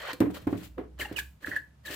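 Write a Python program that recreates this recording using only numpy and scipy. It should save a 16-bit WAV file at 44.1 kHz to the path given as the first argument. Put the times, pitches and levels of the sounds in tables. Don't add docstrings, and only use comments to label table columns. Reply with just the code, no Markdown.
import sys
import numpy as np
from scipy import signal
from scipy.fft import rfft, irfft, next_fast_len
from scipy.io import wavfile
from scipy.ndimage import map_coordinates

SR = 44100
rng = np.random.default_rng(int(sys.argv[2]) if len(sys.argv) > 2 else 0)


def makeup_ratio(level_db):
    decades = np.asarray(level_db, float) / 20
    return 10 ** decades


def log_audio(samples):
    frames = np.atleast_2d(samples).T
    limited = np.clip(frames, -1, 1)
    pcm = np.round(limited * 32767).astype(np.int16)
    wavfile.write(sys.argv[1], SR, pcm)


N = 85995
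T = np.arange(N) / SR
ON_RIM_S, OFF_RIM_DB = 0.69, -20
KNOCK_PAN_DB = -2.5


def unit(x):
    return x / np.sqrt(np.mean(x ** 2) + 1e-20)


def along(points, hz):
    f, v = np.transpose(points)
    return np.interp(np.log(hz + 1), np.log(f + 1), v)


def curves(rows):
    s, *columns = np.transpose(rows)
    return [np.interp(T, s, column) for column in columns]


def wobble(rate_hz):
    knots = rng.standard_normal(int(N * rate_hz / SR) + 4)
    return map_coordinates(knots, [T * rate_hz])


def filtered(x, response):
    m = next_fast_len(N + SR // 2)
    return irfft(rfft(x, m) * response(np.fft.rfftfreq(m, 1 / SR)), m)[..., :N]


def coloured(x, spectrum):
    return unit(filtered(x, lambda hz: makeup_ratio(along(spectrum, hz))))


def modes(x, table):
    t = T[:SR // 2]
    ring = np.zeros(len(t))
    for k, (hz, db, t60) in enumerate(table):
        ring += (-1) ** k * makeup_ratio(db - 60 * t / t60) * np.sin(2 * np.pi * hz * t)
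    return signal.fftconvolve(x, ring)[:N]


def pair(alike):
    a, b = rng.standard_normal((2, N))
    angle = np.arccos(np.clip(alike, 0, 1)) / 2
    common, side = np.cos(angle) * a, np.sin(angle) * b
    return np.array([common + side, common - side])


def pan(db):
    return makeup_ratio(np.multiply.outer([.5, -.5], np.atleast_1d(db)))


def dying(t, t60, rise_s):
    return makeup_ratio(-60 * t / t60) * (1 - np.exp(-np.abs(t) / rise_s))


def place(rows, shape, before=0):
    lead, margin = round(before * SR), SR // 2
    out = np.zeros((2, N + SR))
    t = np.arange(-lead, round(.3 * SR)) / SR
    for s, *row in rows:
        at = int(s * SR)
        first = at + margin - lead
        out[:, first:][:, :len(t)] += shape(t + at / SR - s, *row)
    return out[:, margin:margin + N]


# time in seconds, pitch in Hz, level in dB.
DRONE_TRACK = [(0, 54, -57.5), (.6, 60.15, -66), (.72, 60.7, -48.5), (1.27, 64.55, -46.5),
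               (1.39, 64.4, -59.5), (1.7, 65.3, -64), (1.8, 67.8, -56), (1.95, 66, -57.5)]
# frequency in Hz, density in dB per Hz.
AIR_SPECTRUM = [(15, -61), (25, -63), (45, -2), (70, -6), (137, -1), (373, -26.5), (591, -24),
                (14800, -47.5), (16000, -54)]


def background():
    hz, db = curves(DRONE_TRACK)
    phase = 2 * np.pi * np.cumsum(hz + 1.4 * wobble(9.97)) / SR
    drone = makeup_ratio(db + 6.0 + 2.0 * wobble(12)) * np.sin(phase)
    air = filtered(pair(0.94), lambda f: f < 400) + filtered(pair(0.058), lambda f: f >= 400)
    air_db = -57 + 0.5 * wobble(2.59)
    return drone * pan(-1.6) + makeup_ratio(air_db) * coloured(air, AIR_SPECTRUM)


# frequency in Hz, t60 in seconds.
ROOM_DECAY = [(200, 0.4), (1700, 0.24), (10000, 0.34)]


def kitchen(x):
    hz, t, z = signal.stft(pair(0.46)[:, :SR // 2], SR, nperseg=256)
    decay = makeup_ratio(-60 * t / along(ROOM_DECAY, hz)[:, None])
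    tail = signal.istft(z * decay, SR, nperseg=256)[1]
    delayed = np.pad(x, (300, 0))[None]
    return signal.fftconvolve(delayed, tail / np.linalg.norm(tail[0]), axes=1)[:, :N]


# start in seconds, swell in seconds, hold in seconds, hiss in dB, skin drag in dB.
HAND_STROKES = [(-.03, 0.015, 0.067, -54, -41.5), (.035, 0.048, 0.033, -49, -36),
                (.30, 0.0095, 0.018, -57, -65), (.335, 0.013, 0.023, -49, -43.5),
                (.38, 0.012, 0.057, -65, -62), (.48, 0.012, 0.12, -60.5, -61.5),
                (.575, 0.033, 0.061, -55, -60), (.978, 0.0028, 0.0094, -79, -58.5),
                (.988, 0.011, 0.023, -39.5, -39.5), (1.045, 0.0043, 0.0056, -53.5, -46),
                (1.07, 0.019, 0.086, -70, -54), (1.160, 0.0065, 0.028, -42.5, -56),
                (1.405, 0.029, 0.0093, -55.5, -50.5), (1.455, 0.0076, 0.032, -50.5, -47.5),
                (1.50, 0.012, 0.065, -56, -49.5), (1.835, 0.027, 0.052, -50, -49.5),
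                (1.89, 0.022, 0.057, -43, -45)]


def rub():
    swell_db, release_t60 = 18.5, 0.083

    def stroke(t, swell_s, hold_s, *db):
        rise = swell_db * np.maximum(1 - t / swell_s, 0)
        release = 60 * np.maximum(t - swell_s - hold_s, 0) / release_t60
        return makeup_ratio(np.reshape(db, (2, 1)) - rise - release)

    return place(HAND_STROKES, stroke)


# time in seconds, peak in dB, pitch in Hz, swell in ms.
AIR_BOOMS = [
    (.2193, -9.5, 293.7, 5),
    (.266, -25.5, 292.4, 12),
    (.283, -29, 286, 5),
    (.243, -27, 432, 4),
    (.787, -34, 515, 6),
    (.145, -42, 510, 7),
]


def booms():
    def boom(t, db, hz, ms):
        return makeup_ratio(db - 4.1 * (t / (ms / 1000)) ** 2) * np.cos(2 * np.pi * hz * t)

    return place(AIR_BOOMS, boom, before=.04) * pan(KNOCK_PAN_DB)


# time in seconds, peak in dB, contact in ms, clatter over it in dB.
BOWL_KNOCKS = [(.133, -41, 0.4, 11), (.2045, -20.5, .8, 12.5), (.2082, -14, 0.43, -4.5),
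               (.2151, -23, 0.85, 9.5), (.256, -31, 2.1, 13), (.299, -28.5, 3.5, 5.5),
               (.42, -31.5, 3.5, -7), (1.116, -31, 2.9, -4), (1.468, -27, 7.5, -7), (.470, -18.5, 1.42, 5),
               (.4735, -22, 1.88, 2.5), (.527, -21, 1.28, 6.5), (.556, -25, 2.04, -9),
               (1.481, -31.5, 1.57, 1.5)]
# time in seconds, peak in dB, contact in ms, clatter over it in dB.
FINGER_TAPS = [
    (0.78, -29, 0.2, 14),
    (.791, -28, 1, -6),
    (0.81, -35.5, 1, -6),
    (.836, -43, 0.99, 12),
    (0.996, -36.5, 0.47, 6),
    (1.1136, -28.5, 0.76, -1.5),
    (1.903, -38.5, 0.87, -5),
]
# frequency in Hz, level in dB, t60 in seconds.
BODY_MODES = [(75.7, -20, 0.85), (116, -12.5, 0.33), (175.2, -18.5, 0.38), (197, -18.5, 0.37),
              (283, -17, 0.086), (303.7, 8, 0.05), (420.7, -11.5, 0.29), (513, -9, 0.068),
              (640, -12.5, 0.022), (709, -12, 0.069), (975, -39, 0.099)]
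# frequency in Hz, density in dB per Hz.
CLATTER_SPECTRUM = [(150, -14), (300, 0), (550, -6.5), (1000, -14), (2200, -23.5), (3500, -35.5),
                    (7000, -56), (16000, -46)]


def knocks(drag):
    clatter_db, clatter_t60, press_db = -19, 0.14, -26.5

    def knock(t, db, ms, _):
        half_s = ms / 2000
        return makeup_ratio(db) * np.exp(-(t / half_s) ** 2) / (half_s * SR)

    def tap(t, db, ms, over_db):
        return knock(t, db, ms, over_db) * t / (ms / 4000)

    def shake(t, db, ms, over_db):
        return makeup_ratio(db + over_db + clatter_db) * dying(t, clatter_t60, 0.00056)

    push = place(BOWL_KNOCKS, knock, before=0.0055) + place(FINGER_TAPS, tap, before=.005)
    rumble = makeup_ratio(press_db + OFF_RIM_DB * (T < ON_RIM_S)) * drag * rng.standard_normal(N)
    body = makeup_ratio(-6) * modes(push[0] + rumble, BODY_MODES) * pan(KNOCK_PAN_DB)
    clatter = place(BOWL_KNOCKS + FINGER_TAPS, shake) * coloured(pair(0.12), CLATTER_SPECTRUM)
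    return body + clatter


# time in seconds, peak in dB, pitch in Hz, swell in ms.
RIM_FLICKS = [(1.003, -36, 2920, 3.9), (1.019, -28, 1834, 3), (1.030, -32.5, 1680, 3.2),
              (1.054, -34, 1850, 2.8), (1.055, -37.5, 2820, 3.5), (1.058, -41, 840, 6.1),
              (1.165, -31, 2900, 1.4), (1.178, -34.5, 2524, 8.7), (1.191, -27, 1656, 2.3),
              (1.431, -42, 1629, 0.72), (1.447, -28, 1728, 1.5), (1.473, -29, 1700, 0.59),
              (1.517, -29, 1777, 2.4), (1.522, -27, 1720, 2.9), (1.546, -40.5, 1650, 2.2),
              (1.558, -29, 1780, 2), (1.5665, -21, 1740, 2.4), (1.573, -34, 1700, 2.3),
              (1.857, -43.5, 1758, 5), (1.882, -36, 1766, 3), (1.201, -38, 1687, 7),
              (1.938, -52, 1720, 2.1), (1.013, -31.5, 2100, 2.2), (1.535, -36, 1870, 6.1),
              (1.913, -33, 2850, 0.76)]
# frequency in Hz, level in dB, t60 in seconds.
RIM_MODES = [(1579, -12, 0.25), (1677, -1, 0.05), (1755, 0, 0.09), (1850, -5, 0.05), (1945, -3, 0.045),
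             (2088, -11, 0.12), (2630, -16, 0.05), (840, -29, .1)]


def rim(drag):
    fall_per_s, roughness = 3.63, 0.61
    ring_db, rub_ring_db = -8, -3

    def flick(t, db, hz, ms):
        swell = makeup_ratio(db) * np.exp(-.5 * (t / (ms / 1000)) ** 2)
        return swell * np.sin(2 * np.pi * hz * t * (1 - fall_per_s * t))

    squeak = place(RIM_FLICKS, flick, before=.03)
    squeak = squeak * (1 + roughness * np.array([wobble(500), wobble(500)]))
    hum_db = rub_ring_db + OFF_RIM_DB * (T < ON_RIM_S) + 0.58 * wobble(88)
    hum = drag * makeup_ratio(hum_db) * rng.standard_normal(N) / 25
    ring = makeup_ratio(ring_db) * modes(squeak[0], RIM_MODES) / 130 + modes(hum, RIM_MODES)
    return (squeak + ring) * pan(-1.5 + 3.6 * wobble(14.95))


# time in seconds, peak in dB, left-right in dB, pitch factor.
CREASE_TICKS = [(.0030, -32, 2, 1), (.0115, -36, 2, 1), (.0193, -30, 2, 1), (.0240, -33, 2, 1),
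                (.0725, -33, 2, .85), (.0895, -32, 2, .85), (.0970, -33, 2, .9), (.1000, -32, 2, .9),
                (.1055, -33, 2, .95), (.1316, -28, 3, 1), (.3426, -45, 3, 1), (.3601, -36, 3, 1),
                (.5267, -45, 3, 1), (.5896, -48, 3, 1), (.6135, -44, 3, 1), (.7815, -36, 0, .67),
                (.7832, -35, 0, .67), (.9788, -52, 3, 1), (.9968, -34, 4, 1), (1.0025, -32, 3, 1),
                (1.0130, -32, 2, 1), (1.0172, -32, 2, 1), (1.1275, -48, 4, 1), (1.1664, -38, 4, 1.2),
                (1.1820, -36, 4, 1.2), (1.1888, -34, 3, 1.2), (1.4627, -42, 4, 1), (1.5201, -44, 5, 1),
                (1.8518, -42, 9, 1), (1.9087, -35, 5, 1), (1.9110, -35, 5, 1), (1.9155, -36, 5, 1),
                (1.9190, -35, 5, 1), (1.9235, -38, 5, 1), (1.9310, -36, 5, 1)]
# frequency in Hz, level in dB, t60 in seconds.
SHEET_MODES = [(1850, 0, .014), (3100, -3, .012), (4250, -5, .01), (6900, -10, .005), (8200, -11, .005),
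               (12500, -12, .003)]
# time in seconds, peak in dB, pitch in Hz, t60 in seconds,
# share of pitch lost a second.
FILM_SLIPS = [
    (1.8695, -33, 4050, .028, 14),
    (1.880, -45, 3300, .05, 9),
    (1.1625, -36, 3000, .03, 6),
    (1.169, -38, 2650, .08, 4),
    (1.011, -38, 2400, .04, 5),
]


def sheet(drag):
    slack_dull_db = 14
    tick_db, breath_db, slip_rise_s = -6, -22.5, 0.0006
    overtones_db = [0, -11, -14, -22]

    def tick(t, db, side_db, factor):
        slack = max(1 - factor, 0)
        ring = 0
        for i, (hz, mode_db, t60) in enumerate(SHEET_MODES):
            tone = np.sin(2 * np.pi * hz * factor * t)
            ring = ring + makeup_ratio(mode_db - slack_dull_db * i * slack) * dying(t, t60, 0.0001) * tone
        return makeup_ratio(db + tick_db) * pan(side_db) * ring

    def slip(t, db, hz, t60, fall):
        phase = 2 * np.pi * hz * t / (1 + fall * t / 2)
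        whistle = sum(makeup_ratio(level) * np.sin((k + 1) * phase) for k, level in enumerate(overtones_db))
        return makeup_ratio(db) * dying(t, t60, slip_rise_s) * whistle

    slips = place(FILM_SLIPS, slip) * makeup_ratio(4 * wobble(300)) * pan(5)
    breath = np.array([modes(side, SHEET_MODES[:3]) for side in drag * pair(0.17)])
    return place(CREASE_TICKS, tick) + slips + makeup_ratio(breath_db) * breath


def creases(centre_hz, rise_per_s):
    per_s, spread, cycles = 1200, 0.607, 4.9
    r = rng.standard_normal((int(per_s * 2), 3))
    at = rng.integers(0, N, len(r))[:, None] + np.arange(400)
    t = T[:400]
    hz = np.clip(centre_hz * np.exp(spread * r[:, :1]), 400, 12000)
    u = t * hz / cycles
    tone = makeup_ratio(3.1 * r[:, 1:2]) * u * np.exp(-3 * u) * np.sin(2 * np.pi * hz * t * (1 + rise_per_s * t))
    sides = []
    for sign in (1, -1):
        heard = tone * np.sqrt(1 + sign * np.tanh(r[:, 2:]))
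        sides.append(np.bincount(at.ravel(), heard.ravel(), N + 400)[:N])
    return unit(np.array(sides))


# frequency in Hz, density in dB per Hz.
SKIN_SPECTRUM = [(150, -48), (250, -19), (426, 1.5), (617, 8), (715, -8.5), (1450, 0.5), (6000, -22),
                 (7800, -41), (13200, -120)]


def skin(drag):
    echo_ms, shrink_per_s, echo_share = 2.13, 6.4, 0.49
    rubbing = coloured(pair(0.38), SKIN_SPECTRUM) * pan(-2.8)
    rubbing = rubbing + makeup_ratio(-4) * creases(2003, 8.2) * pan(3.2)
    late = T - echo_ms / 1000 * np.exp(-shrink_per_s * T)
    echo = np.array([np.interp(late, T, side) for side in rubbing]) * (T < ON_RIM_S)
    return drag * makeup_ratio(1.6 * wobble(69.97) - 3.5) * (rubbing + echo_share * echo)


# frequency in Hz, density in dB per Hz.
FILM_SPECTRUM = [(1200, -30), (2500, -3.5), (4200, -8.5), (5800, -14), (7500, -10), (9500, -15.5),
                 (14500, -9.5)]
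# time in seconds, peak in dB, left-right in dB.
FILM_SNAPS = [
    (0.1312, -31.5, 2),
    (0.2033, -29.5, 10.5),
    (0.4703, -43.5, 5),
    (0.7814, -62, -3),
    (1.126, -47, 12),
    (1.5608, -46.5, 12),
]


def film(press):
    grains_per_s, spread_db, grain_db, fold_db = 2100, 16, -11, -12.5
    snap_db, snap_t60 = -4, 0.044
    grain_level = makeup_ratio(spread_db * np.minimum(rng.exponential(size=N), 2.3))
    grains = (rng.random(N) < grains_per_s / SR) * grain_level * rng.choice([-1, 1], N)
    grains = unit(np.array([grains, np.roll(grains, round(.00012 * SR))]))
    hiss = coloured(pair(0.037) + makeup_ratio(grain_db) * grains, FILM_SPECTRUM)
    hiss = hiss + makeup_ratio(fold_db) * creases(4930, -8)

    def snap(t, db, side_db):
        return makeup_ratio(db + snap_db) * pan(side_db) * dying(t, snap_t60, 0.00036)

    level = press * makeup_ratio(3.4 * wobble(90)) * pan(5.5 + 1.5 * wobble(10.2))
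    return (level + place(FILM_SNAPS, snap)) * hiss


def scene():
    press, drag = rub()
    near = booms() + knocks(drag) + rim(drag) + sheet(drag) + skin(drag) + film(press)
    wet_db = -9
    return background() + makeup_ratio(wet_db) * kitchen(near.mean(axis=0)) + near


def low_pass(x):
    return signal.sosfilt(signal.butter(12, 16470, fs=SR, output="sos"), x)


def record(dry):
    low_cut_hz, top_hz = 46, 15700

    def phone(hz):
        low_cut = (1j * hz / (low_cut_hz + 1j * hz)) ** 3
        return low_cut / (1 + (hz / top_hz) ** 60)

    return low_pass(filtered(dry, phone))


dry = scene()
out = record(dry)
log_audio(out)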